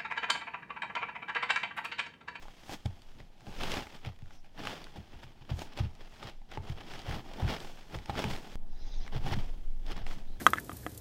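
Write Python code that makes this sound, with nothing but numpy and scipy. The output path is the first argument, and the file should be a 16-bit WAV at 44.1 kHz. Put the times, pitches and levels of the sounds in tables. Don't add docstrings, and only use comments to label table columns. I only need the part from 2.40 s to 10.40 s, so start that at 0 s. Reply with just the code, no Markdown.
import sys
import numpy as np
from scipy import signal
from scipy.fft import rfft, irfft, next_fast_len
from scipy.io import wavfile
from scipy.ndimage import uniform_filter1d, map_coordinates

SR = 44100
rng = np.random.default_rng(int(sys.argv[2]) if len(sys.argv) > 2 else 0)


def dump_mix(stems):
    frames = np.atleast_2d(stems).T
    limited = np.clip(frames, -1, 1)
    pcm = np.round(limited * 32767).astype(np.int16)
    wavfile.write(sys.argv[1], SR, pcm)


N = 352800


def amp(db):
    return 10 ** (np.asarray(db) / 20)


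def unit(x):
    return x / np.sqrt(np.mean(x ** 2) + 1e-20)


def along(points, hz):
    f, v = np.transpose(points)
    return np.interp(np.log(hz + 1), np.log(f + 1), v)


def curve(rows):
    s, *cols = np.transpose(rows)
    return np.array([np.interp(np.arange(N) / SR, s, c) for c in cols])


def wobble(rate):
    return map_coordinates(rng.standard_normal(int(N * rate / SR) + 4), [np.arange(N) * rate / SR])


def filtered(x, response):
    m = next_fast_len(N + SR // 2)
    return irfft(rfft(x, m) * response(np.fft.rfftfreq(m, 1 / SR)), m)[..., :N]


def coloured(x, spectrum):
    return unit(filtered(x, lambda hz: amp(along(spectrum, hz))))


def patchy_noise(depth_db, frames=5):
    bins = signal.stft(rng.standard_normal(N), nperseg=256)[2]
    patches = uniform_filter1d(rng.standard_normal(bins.shape), size=3, axis=0)
    patches = uniform_filter1d(patches, size=frames, axis=1)
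    return signal.istft(bins * amp(depth_db * unit(patches)), nperseg=256)[1][:N]


# freq_hz, level_db
HUSH_SPECTRUM = [(35, -20), (60, -1.5), (211, -1.5), (406, -14.5), (817, -11.5), (1190, -27), (3390, -23.5),
                 (8420, -38.5), (14400, -40), (15800, -47)]

def room_hush():
    return amp(-64.5) * coloured(patchy_noise(depth_db=3.0), HUSH_SPECTRUM)


# freq_hz, t60_s
ROOM_DECAY = [(150, 0.84), (1500, 0.21), (10000, 0.13)]

def room_reverb(x):
    hz, t, bins = signal.stft(rng.standard_normal(SR // 2), SR, nperseg=256)
    decay = amp(-60 * t / along(ROOM_DECAY, hz)[:, None])
    tail = signal.istft(bins * decay, SR, nperseg=256)[1]
    return signal.fftconvolve(np.pad(x, (130, 0)), tail / np.linalg.norm(tail))[:N]


# freq_hz, level_db
SWAY_SPECTRUM = [(4, -63), (9, 10.5), (13, 15), (25, 4.5), (34, -35), (55, -12.5), (100, -30), (220, -31.5),
                 (900, -53), (1200, -68)]
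# time_s, level_db
RUMBLE_LEVEL = [(0.0, -36), (0.12, -55.5), (0.8, -47.5), (1.03, -55.5), (1.23, -30), (1.45, -53),
                (1.78, -45), (2.95, -53), (3.45, -45), (3.6, -46.5), (4.68, -44.5), (5.12, -46),
                (5.28, -42.5), (5.75, -56), (5.93, -36.5), (6.08, -50), (6.17, -33), (7.35, -29.5),
                (8.0, -33)]

def floor_rumble():
    sway = coloured(rng.standard_normal(N), SWAY_SPECTRUM)
    sway /= np.sqrt(uniform_filter1d(sway ** 2, SR // 4) + 0.17)
    return amp(curve(RUMBLE_LEVEL)[0]) * unit(sway)


def dry_click(start_s=6.156, peak_db=-30.5, relax_s=0.0096):
    t = np.arange(N) / SR - start_s
    return amp(peak_db) * (t > 0) * np.exp(-np.abs(t) / relax_s)


# centre_hz, width_hz, level_db
NOSE_RESONANCES = [(1880, 900, -4), (3520, 340, -3), (4000, 340, -3.5), (4960, 340, -3), (5930, 1200, -6)]
# start_s, loudest_s, end_s, level_db, centre_hz, spread_hz
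SNIFFS = [(1.89, 1.96, 2.04, -69, 5700, 800), (6.24, 6.63, 6.7, -58.5, 4500, 3000),
          (7.84, 7.92, 7.99, -69, 4000, 900)]

def sniffs():
    def nose(hz):
        return sum((-1) ** k * amp(db) * 1j * hz * width / (centre ** 2 - hz ** 2 + 1j * hz * width)
                   for k, (centre, width, db) in enumerate(NOSE_RESONANCES))

    out, t = np.zeros(N), np.arange(N) / SR
    air = patchy_noise(depth_db=3.8, frames=12)
    hiss = filtered(air, lambda hz: nose(hz) / (1 + (hz / 6900) ** 12))
    for start_s, loudest_s, end_s, level_db, centre_hz, spread_hz in SNIFFS:
        flow = np.sin(np.pi / 2 * np.interp(t, [start_s, loudest_s, end_s], [0, 1, 0])) ** 1.24
        breath = filtered(hiss, lambda hz: np.exp(-((hz - centre_hz) / spread_hz) ** 2))
        out += amp(level_db) * flow * unit(breath)
    return out


def ringing(modes, t, detune, ring_share=1):
    return sum(amp(db + 3.0 * rng.normal() - 60 * t / (t60_s * ring_share))
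               * np.sin(2 * np.pi * hz * (1 + detune * rng.normal()) * t)
               for hz, db, t60_s in modes)


# pitch_hz, level_db, t60_s
FLOOR_MODES = [(46.8, -15.5, 0.36), (82.6, -4.5, 0.3), (99.4, -2.5, 0.16), (120.6, -4, 0.23),
               (183.7, -7.5, 0.15), (259, -26, 0.19)]
# touch_s, peak_db, hardness_db
PAW_FALLS = [(0.285, -47, -21), (0.45, -24.5, -7.5), (0.798, -43.5, -13), (1.067, -37, -2),
             (1.323, -34.5, -23), (1.665, -31.5, -3.5), (1.82, -38, -11.5), (2.193, -53, -9),
             (2.574, -35.5, -6), (2.733, -40.5, -15), (2.837, -44, -8), (3.006, -47, -7), (3.109, -23, -10),
             (3.399, -20, -11.5), (3.438, -31.5, -2), (3.843, -41.5, -12), (4.174, -31.5, -15),
             (4.293, -28, -9.5), (4.68, -27.5, -10.5), (4.751, -35.5, 2), (5.021, -20.5, -8),
             (5.045, -23, -11), (5.551, -31, -15), (5.69, -30.5, -8), (5.841, -26, 7), (5.868, -34, 2),
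             (6.753, -24.5, -11.5), (6.841, -29.5, -13), (6.911, -25, -1), (6.96, -27.5, -1),
             (7.507, -39, -15), (7.605, -37, -16), (7.758, -42, 0)]

def paw_thumps():
    out, t = np.zeros(N + SR), np.arange(SR // 2) / SR
    soft_onset = 1 - np.exp(-(t / 0.0032) ** 2)
    for touch_s, peak_db, hardness_db in PAW_FALLS:
        modes = [(hz, db + (hardness_db + 4.5) * np.log2(hz / 82), t60) for hz, db, t60 in FLOOR_MODES]
        thump = soft_onset * ringing(modes, t, detune=0.073, ring_share=0.73)
        start = round((touch_s + 0.005) * SR)
        out[start:][:len(t)] += amp(peak_db) * thump / np.abs(thump).max()
    return out[:N]


# freq_hz, level_db
CLOTH_SPECTRUM = [(700, -1), (1100, -2.5), (2700, -4), (3300, -1.5), (3900, -10), (5300, -10),
                  (7000, -29.5), (9000, -36)]
FIBRE_SPECTRUM = [(4500, 0), (6500, -1), (9800, -11), (12200, -12), (15800, -13)]
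FLOOR_SPECTRUM = [(60, -2), (150, 2.5), (350, -0.5), (550, -7), (830, -1.5), (1050, -13), (1800, -19.5),
                  (2800, -39)]
# time_s, rasp_db, weight_db (floor relative to rasp)
BLANKET_SHUFFLE = [(0, -61.5, -5), (0.4, -62.5, -14), (0.5, -66, 4), (0.8, -65.5, -5), (0.9, -73, 0),
                   (1.5, -61, -14), (2.1, -82, 0), (2.5, -66, -3), (3.3, -76, 9), (3.78, -60, -4),
                   (4.05, -76, -4), (4.25, -66.5, 10.5), (5.0, -59.5, 5), (5.45, -63, -7), (6.0, -59, 6),
                   (6.15, -55, -1.5), (6.16, -84, 18.5), (6.65, -66.5, 9), (7.25, -70.5, -6), (8.0, -68, 5)]
# loudest_s, rise_s, hold_s, fall_s, rasp_db, weight_db, bright_db
# Rise and fall are per 20 dB; weight (floor) and bright (fibres) are relative to the rasp.
CLAW_STROKES = [(0.026, 0.015, 0.00073, 0.023, -55.5, 1, -3),
                (0.331, 0.098, 0.0076, 0.035, -45.5, 1.5, -2.5), (0.458, 0.0096, .001, 0.022, -50, 7, -8),
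                (0.796, 0.028, 0.002, 0.063, -57.5, 0, -20), (1.088, 0.11, 0.011, 0.18, -60.5, 8.5, -3),
                (1.237, 0.13, 0.021, .15, -40.5, -3, -10.5), (1.315, 0.16, 0.053, 0.12, -39, -1.5, -10),
                (1.554, 0.059, 0.0011, 0.056, -53.5, -3, -9), (1.667, 0.043, 0.0005, 0.044, -44, 1.5, -24),
                (1.943, 0.14, 0.013, 0.064, -61.5, -0.5, -6), (2.053, .03, .001, 0.053, -60.5, -9, -10),
                (2.195, 0.038, 0.024, 0.071, -45.5, 0.5, -20), (2.27, 0.099, 0.00087, 0.21, -42, -1, -10.5),
                (2.566, 0.065, 0.00084, 0.1, -55.5, 4, -11), (2.749, .15, .001, 0.43, -60, -1, -12),
                (2.838, 0.031, 0.0012, 0.026, -53, -15, -9), (3.018, .015, .001, 0.17, -62, -1.5, -24),
                (3.106, 0.028, 0.0015, 0.051, -48, 3.5, -18), (3.195, 0.094, 0.033, 0.069, -51, 3, -3),
                (3.332, 0.11, .001, 0.026, -54.5, -5, -17), (3.378, 0.027, 0.0006, 0.11, -42, 0, -15),
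                (3.616, 0.077, 0.013, 0.07, -58, 0.5, -17), (3.829, 0.042, 0.068, 0.036, -48.5, -1, -16),
                (4.116, 0.034, 0.051, 0.028, -51.5, -4.5, -16), (4.312, 0.18, .001, 0.077, -52.5, 0, -11),
                (4.405, 0.082, 0.00064, .11, -51, -1, -27), (4.514, 0.09, 0.00078, 0.26, -46, -11, -12),
                (4.72, 0.14, .005, 0.064, -43.5, 2, -14), (4.75, .04, 0.014, 0.056, -45.5, 5.5, -14),
                (4.892, 0.078, .001, 0.36, -54, 3, -21), (5.02, 0.083, 0.00088, 0.072, -45.5, 8.5, -16),
                (5.1, 0.065, 0.045, 0.055, -37.5, 0.5, -15), (5.225, 0.13, 0.00093, 0.27, -51.5, 3.5, -4.5),
                (5.48, 0.11, .001, .02, -65, -12, -20), (5.55, 0.069, 0.0013, 0.075, -46.5, 5, -12),
                (5.7, 0.025, 0.00088, 0.018, -45, 7.5, -31), (5.792, 0.066, 0.0012, 0.17, -37, 2, -12),
                (5.911, 0.055, 0.00095, 0.13, -42.5, 2.5, -6.5), (6.673, 0.06, 0.0012, 0.013, -52, 0, -29),
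                (6.755, 0.059, 0.021, 0.017, -46.5, 2.5, -18), (6.884, 0.093, 0.0012, 0.066, -42.5, 4, -11),
                (6.938, 0.044, 0.00059, 0.017, -36, 2, -19), (6.959, 0.025, .001, .23, -50, 2.5, -9),
                (7.465, 0.027, 0.064, 0.17, -56.5, -7, -14.5), (7.513, 0.063, 0.0017, 0.038, -43.5, 1, -15),
                (7.566, 0.013, 0.0014, 0.12, -47.5, 2, -30), (7.674, 0.027, .07, .03, -52.5, -1, -5.5),
                (7.786, 0.051, .001, 0.07, -57.5, 1, -6)]

def claw_rasp(slip_decay_s=0.0028, fibres_follow=0.9):
    jerks = np.exp(np.minimum(2 * wobble(1400) + 0.25 * wobble(120), 4.5))
    fade = np.exp(-1 / (slip_decay_s * SR))
    slips = signal.lfilter([1], [1, -fade], jerks)

    def friction(spectrum, grain):
        return coloured(slips ** grain * patchy_noise(depth_db=-0.5), spectrum)

    cloth = friction(CLOTH_SPECTRUM, grain=0.41)
    fibres = friction(FIBRE_SPECTRUM, grain=0.12)
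    floor = friction(FLOOR_SPECTRUM, grain=0.35)
    shuffle_db, heavy_db = curve(BLANKET_SHUFFLE)
    power = amp([shuffle_db, shuffle_db + heavy_db, shuffle_db - 6]) ** 2
    for loudest_s, rise_s, hold_s, fall_s, rasp_db, weight_db, bright_db in CLAW_STROKES:
        near = slice(max(round((loudest_s - 0.4) * SR), 0), round((loudest_s + 0.6) * SR))
        t = np.arange(N)[near] / SR - loudest_s
        loss_db = 20 * np.maximum(0, np.maximum(-t / rise_s, (t - hold_s) / fall_s))
        layers_db = np.array([-loss_db, weight_db - loss_db, bright_db - fibres_follow * loss_db])
        power[:, near] += amp(rasp_db + layers_db) ** 2
    return np.sum(np.sqrt(power) * [cloth, floor, fibres], axis=0)


def small_snags():
    rows = []
    for loudest_s, rise_s, hold_s, fall_s, rasp_db, *_ in CLAW_STROKES:
        when, force, pitch, knock = rng.uniform(-0.82, 1, 4)
        reach_s = hold_s / 2 + 0.25 * (fall_s if when > 0 else rise_s)
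        start_s = max(loudest_s + hold_s / 2 + when * reach_s, 0)
        rows.append((start_s, rasp_db + 4 + 4 * force, 2200 * np.exp(0.45 * pitch), -12 + 8 * knock))
    return rows


# pitch_hz, level_db, t60_s
PANEL_MODES = [(828, -4.5, 0.046), (637, -7, 0.014), (400, -12, 0.025)]
# start_s, crack_db, pitch_hz, knock_db (relative to the crack)
LOUD_SNAGS = [(0.0252, -46, 1520, -19), (0.0547, -57, 1320, 15), (0.0832, -39.5, 1300, -3),
              (0.2945, -39, 2320, 3.5), (0.3486, -44, 1620, -28), (0.4585, -35, 3600, -5),
              (0.619, -45, 3380, -22), (0.8025, -42.5, 1680, 0.5), (1.0068, -47, 2590, -12),
              (1.0682, -44, 1960, 3.5), (1.2094, -30, 1740, -7), (1.2346, -23.5, 2330, -9),
              (1.3178, -24.5, 2800, -16), (1.3392, -31, 3300, 2), (1.4066, -38, 3290, 3),
              (1.4694, -40, 1900, 3), (1.6486, -35, 2060, -10), (1.761, -53, 2530, -11),
              (1.7893, -48, 2050, -17), (1.8208, -49, 2480, -3), (1.8582, -49.5, 1500, -17),
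              (1.907, -46, 1590, -1), (2.0448, -50.5, 1850, 2), (2.177, -40.5, 1780, -5),
              (2.2518, -31, 1610, -1), (2.2715, -22, 1400, -8), (2.4415, -36, 3440, -31),
              (2.468, -41.5, 1430, -16), (2.7317, -44.5, 1430, -16), (2.8325, -44, 1360, -20),
              (3.0927, -39.5, 1270, -2), (3.1921, -33, 3520, -23), (3.2188, -33.5, 3400, 0),
              (3.374, -33.5, 2860, -25), (3.3974, -42, 2870, 9), (3.5508, -49, 3180, -20),
              (3.8277, -34.5, 1610, -14), (3.8721, -43, 3350, -6), (3.896, -43, 2500, 1),
              (4.017, -56.5, 2500, 7), (4.1175, -33.5, 1650, -10), (4.174, -35, 1740, 5),
              (4.2972, -36, 2560, -18), (4.4107, -36.5, 1750, -16), (4.5364, -33, 1930, -14),
              (4.592, -36, 3220, -14), (4.6169, -44, 3500, -20), (4.711, -31, 1710, -19),
              (4.9353, -39.5, 3080, -20), (5.0187, -38, 1420, -3), (5.0789, -33, 1400, -5),
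              (5.1371, -33.5, 1570, 1), (5.2026, -35, 3340, -17), (5.5872, -38.5, 2080, -4),
              (5.6582, -37.5, 3050, -6), (5.6962, -29, 1340, 6), (5.7533, -31, 1450, -15),
              (5.7914, -29.5, 3300, 8), (5.8406, -23.5, 2020, 0), (5.9624, -34.5, 2550, -13),
              (6.6778, -35.5, 1840, -21), (6.7251, -47.5, 2800, 6), (6.8633, -37, 1814, -4),
              (6.875, -40, 1850, -19), (6.9206, -35, 3370, -9), (7.465, -38.5, 3280, -19),
              (7.5032, -38, 1460, 6), (7.567, -43.5, 3290, -23), (7.6658, -33.5, 1630, -8),
              (7.7113, -36, 1580, -17)]

def claw_snags():
    out, t = np.zeros(N + SR), np.arange(SR // 10) / SR
    hz = np.fft.rfftfreq(len(t), 1 / SR)
    pulse = 40 * t / 0.0015 * amp(-60 * t / 0.00094)
    envelope = amp(-60 * t / 0.0088) * (1 - np.exp(-t / 0.00051))
    highpass = 1j * hz / (8000 + 1j * hz)
    for start_s, crack_db, pitch_hz, knock_db in LOUD_SNAGS + small_snags():
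        burst = rfft((rng.standard_normal(len(t)) + pulse) * envelope)
        width_hz = 1.05 * pitch_hz
        bandpass = 1j * hz * width_hz / (pitch_hz ** 2 - hz ** 2 + 1j * hz * width_hz)
        crack = irfft(burst * bandpass ** 2, len(t))
        spit = irfft(burst * highpass ** 2, len(t))
        spit_db = -36 + 16 * np.log2(pitch_hz / 2000)
        knock = amp(knock_db) * ringing(PANEL_MODES, t, detune=0.05)
        catch = crack / np.abs(crack).max() + amp(spit_db) * spit / np.abs(spit).max() + knock
        out[round(start_s * SR):][:len(t)] += amp(crack_db) * catch
    return out[:N]


def scene():
    snags = claw_snags()
    dog = claw_rasp() + snags + amp(-14) * room_reverb(snags) + paw_thumps() + sniffs()
    return (dog + floor_rumble() + room_hush() + dry_click())[None]


def record(dry):
    ceiling, top_hz = 0.084, 15800
    rounded = dry / (1 + np.abs(dry / ceiling) ** 6) ** (1 / 6)
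    return filtered(rounded, lambda hz: hz < top_hz)


dry = scene()
out = record(dry)
dump_mix(out)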